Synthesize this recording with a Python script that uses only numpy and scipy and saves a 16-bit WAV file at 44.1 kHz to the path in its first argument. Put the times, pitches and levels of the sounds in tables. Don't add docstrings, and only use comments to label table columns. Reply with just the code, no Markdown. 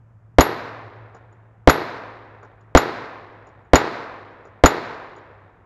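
import sys
import numpy as np
from scipy import signal
from scipy.fft import rfft, irfft, next_fast_len
from scipy.io import wavfile

SR = 44100
rng = np.random.default_rng(int(sys.argv[2]) if len(sys.argv) > 2 else 0)


def pcm_store(signal):
    levels = np.round(np.clip(np.atleast_2d(signal), -1, 1) * 32767)
    wavfile.write(sys.argv[1], SR, levels.astype(np.int16).T)


N = 249289
TIME = np.arange(N) / SR


def from_db(db):
    return 10 ** (np.asarray(db) / 20)


def unit_level(x):
    return x / np.sqrt(np.mean(x ** 2) + 1e-20)


def filtered(x, hz, kind, order=2):
    sections = signal.butter(order, np.minimum(hz, .45 * SR), kind, fs=SR, output="sos")
    return signal.sosfilt(sections, x + 1e-18)


def coloured(x, tone):
    hz, db = np.transpose(tone)
    size = next_fast_len(len(x))
    pitches_hz = np.maximum(np.fft.rfftfreq(size, 1 / SR), 1)
    gain = from_db(np.interp(np.log(pitches_hz), np.log(hz), db))
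    return unit_level(irfft(rfft(x, size) * gain, size)[:len(x)])


def add(track, start_s, sound):
    start = max(int(round(start_s * SR)), 0)
    track[start:start + len(sound)] += sound[:N - start]


# pitch_hz, level_db
AIR_TONE = [(20, -13.5), (60, 1.5), (170, -3.5), (300, -14), (700, -16), (1500, -20.5), (2500, -34.5),
            (4000, -49), (8000, -46.5), (16000, -54.5)]

def forest_air():
    return coloured(rng.standard_normal(N), AIR_TONE)


def far_engine(start_hz, sink_hz_per_s, waver_hz, start_db, fade_db_per_s):
    wander = unit_level(filtered(rng.standard_normal(N + SR), waver_hz, "low")[SR:])
    pitch_hz = start_hz - sink_hz_per_s * TIME + 1.6 * wander
    hum = np.sqrt(2) * np.sin(2 * np.pi * np.cumsum(pitch_hz) / SR)
    band_hz = pitch_hz.mean() + np.array([-waver_hz, waver_hz])
    rumble = unit_level(filtered(rng.standard_normal(N + SR), band_hz, "band")[SR:])
    swell_db = 6 * np.exp(-((TIME - .88) / .33) ** 2)
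    level_db = start_db - fade_db_per_s * TIME + swell_db
    return from_db(level_db) * unit_level(hum + from_db(-5) * rumble)


# swell_s, hold_until_s, level_db, fall_db_per_s
UNDERGROWTH = (0.03, 0.0273, -14.5, 600)
NEAR_TREES = (0.01, 0.0461, -23.5, 50)
FAR_TREES = (0.22, 0.17, -36.5, 17.5)

def echo_loudness(t):
    return sum(np.minimum(t / swell_s, 1) * from_db(db - fall_db_per_s * np.maximum(t - until_s, 0))
               for swell_s, until_s, db, fall_db_per_s in (UNDERGROWTH, NEAR_TREES, FAR_TREES))


# pitch_hz, level_db
ECHO_TONE = [(30, -24.5), (75, -15), (130, -3), (200, -9), (350, -3), (650, -4), (950, -3), (1900, -8),
             (3100, -21), (4000, -15.5), (5000, -23), (7100, -36), (8000, -41), (16000, -48)]
# pitch_hz, loss_db_per_s
ECHO_LOSS = [(50, 39), (170, 15.5), (400, 3), (1200, 6), (2400, 9), (4200, 27.5), (7000, 33.5), (14000, 32)]

def wood_echo(trunks_per_s, trunk_db):
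    t = TIME[:2 * SR]
    trunks = (rng.random(len(t)) < trunks_per_s / SR) * rng.standard_normal(len(t))
    leaves = rng.standard_normal(len(t))
    spectrum = rfft(coloured(leaves + from_db(trunk_db) * unit_level(trunks), ECHO_TONE))
    hz, losses = np.transpose(ECHO_LOSS)
    log_pitch = np.log(np.maximum(np.fft.rfftfreq(len(t), 1 / SR), 1))
    bands = [irfft(spectrum * np.interp(log_pitch, np.log(hz), share)) for share in np.eye(len(hz))]
    return sum(band * from_db(-loss * t) for band, loss in zip(bands, losses)) * echo_loudness(t)


def impact(tone, rise_s, hold_s, fade_s):
    t = TIME[:SR // 4]
    loudness = (1 - np.exp(-t / rise_s)) * from_db(-60 * np.maximum(t - hold_s, 0) / fade_s)
    return coloured(rng.standard_normal(len(t)), tone) * loudness


# pitch_hz, level_db, fade_s
PLATE_NOTES = [(2850, -16, 0.065), (4500, -21, 0.038), (6834, -11, 0.045), (6866, 0.5, 0.031),
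               (7020, -14.5, 0.094), (7450, -21.5, 0.019), (11455, -12, 0.078), (11571, 2.5, 0.15),
               (11630, -19.5, .42), (11600, -24, .2)]

def plate_ring(top_db, contact_s):
    t = TIME[:SR // 2]
    notes = sum(from_db(db + top_db * (hz > 11500) - 60 * t / fade_s) * np.sin(2 * np.pi * hz * t)
                for hz, db, fade_s in PLATE_NOTES)
    return notes * (1 - np.exp(-t / contact_s))


# start_s, knock_db, ring_db, rebound_db
CLANKS = [(1.146, -42, -52, -6), (2.429, -41.5, -57.5, -4.5), (3.469, -45, -53.5, -17),
          (4.452, -44, -55.5, -20), (5.163, -43.5, -51.5, -29)]

def stop_touches():
    for start_s, knock_db, ring_db, rebound_db in CLANKS:
        yield start_s, knock_db, ring_db
        yield start_s + .018, knock_db - 7, ring_db - 7
        yield start_s + .179, knock_db + rebound_db - 7, ring_db + rebound_db


# pitch_hz, level_db
SPLASH_TONE = [(200, -19.5), (700, -5.5), (1330, 12.8), (2000, -5.5), (2800, -11), (4500, -7), (6200, -8.5),
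               (7200, -12), (8300, -27.5), (16000, -33)]
KNOCK_TONE = [(150, -11), (450, 9.5), (900, 2.5), (1450, 2.5), (2500, -29), (4000, -26.5), (6000, -24.5),
              (7200, -39), (8500, -51), (16000, -58)]
# start_s, splash_db, ring_db, top_notes_db
BULLET_HITS = [(0.4074, -6.5, -9.5, -8), (1.6965, -6, -13, -7.5), (2.7732, -7, -9.5, -20.5),
               (3.7559, -8, -7.5, -33), (4.6589, -8, -4, -26.5)]

def steel_target(echo, ring_echo_db):
    knocks, rings = np.zeros(N), np.zeros(N)
    for start_s, splash_db, ring_db, top_notes_db in BULLET_HITS:
        splash = impact(SPLASH_TONE, rise_s=.0001, hold_s=.00085, fade_s=.026)
        add(knocks, start_s, from_db(splash_db) * splash)
        add(rings, start_s, from_db(ring_db) * plate_ring(top_notes_db, contact_s=.0013))
    soft_ring = filtered(plate_ring(top_db=-22, contact_s=.0022), 8500, "low", order=6)
    for start_s, knock_db, ring_db in stop_touches():
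        knock = impact(KNOCK_TONE, rise_s=.00063, hold_s=.0069, fade_s=.082)
        add(knocks, start_s, from_db(knock_db) * knock)
        add(rings, start_s, from_db(ring_db) * soft_ring)
    return knocks + rings + from_db(ring_echo_db) * signal.fftconvolve(rings, echo)[:N]


def shock_wave(t, arrivals, push_ms):
    pressure = np.zeros(len(t))
    for delay_ms, level_db in arrivals:
        age = np.maximum(t * 1000 - delay_ms, 0) / push_ms
        pressure += from_db(level_db) * (age > 0) * (1 - age) * np.exp(-age)
    return pressure


# delay_ms, level_db
BIG_TRUNKS = [(27, -6), (67, -11.5), (81.5, -9), (108, -12), (143, -9.5)]

def trunk_slaps(push_ms, low_hz, high_hz):
    by_ground = [(delay_ms + 2.4, level_db - .5) for delay_ms, level_db in BIG_TRUNKS]
    slaps = shock_wave(TIME[:SR // 2], BIG_TRUNKS + by_ground, push_ms)
    return -filtered(slaps, [low_hz, high_hz], "band")


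# delay_ms, level_db
NEAR_BOUNCES = [(1.9, -3.5), (3.25, -13), (5.95, -11.5), (10.3, -15.5), (13.6, -9.5)]

def bang(push_ms, low_hz, high_hz, crack_db, boom_hz, boom_fade_s, boom_db):
    t = TIME[:SR // 4]
    arrivals = [(0, 0)] + NEAR_BOUNCES
    crack = filtered(shock_wave(t, arrivals, push_ms), low_hz, "high", order=1)
    boom = np.cos(2 * np.pi * boom_hz * t) * from_db(-60 * t / boom_fade_s)
    return -filtered(from_db(crack_db) * crack + from_db(boom_db) * boom, high_hz, "low")


# start_s, bang_db, echo_db
SHOTS = [(0.385, 0.5, -2), (1.6744, 0.5, -1.5), (2.7500, 0, -2), (3.7342, -0.5, -1), (4.6377, 1, -2)]

def revolver(echo, moving_air_db, slaps_db):
    track = np.zeros(N)
    slaps = from_db(slaps_db) * trunk_slaps(push_ms=.98, low_hz=220, high_hz=1300)
    for start_s, bang_db, echo_db in SHOTS:
        push_ms = .94 * (1 + .02 * rng.standard_normal())
        shot = bang(push_ms, low_hz=300, high_hz=1200, crack_db=24.5,
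                    boom_hz=71, boom_fade_s=.064, boom_db=6)
        echo_change = from_db(moving_air_db) * wood_echo(trunks_per_s=650, trunk_db=3.5)
        add(track, start_s, from_db(bang_db) * shot)
        add(track, start_s, from_db(echo_db) * slaps)
        add(track, start_s, from_db(echo_db) * (echo + echo_change))
    return track


def scene():
    echo = wood_echo(trunks_per_s=300, trunk_db=-7)
    shots = revolver(echo, moving_air_db=-9.5, slaps_db=3)
    target = steel_target(echo, ring_echo_db=-30)
    air = from_db(-57.5) * forest_air()
    engine = far_engine(start_hz=112.5, sink_hz_per_s=2.1, waver_hz=8, start_db=-50, fade_db_per_s=1.1)
    return (shots + target + air + engine)[None]


def record(dry):
    flattened = dry / (1 + dry ** 6) ** (1 / 6)
    body = signal.sosfiltfilt(signal.butter(12, 7600, fs=SR, output="sos"), flattened)
    highs = flattened - body
    top_cut = signal.cheby2(14, 60, 16600, fs=SR, output="sos")
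    return signal.sosfilt(top_cut, body + from_db(-7) * highs)


dry = scene()
out = record(dry)
pcm_store(out)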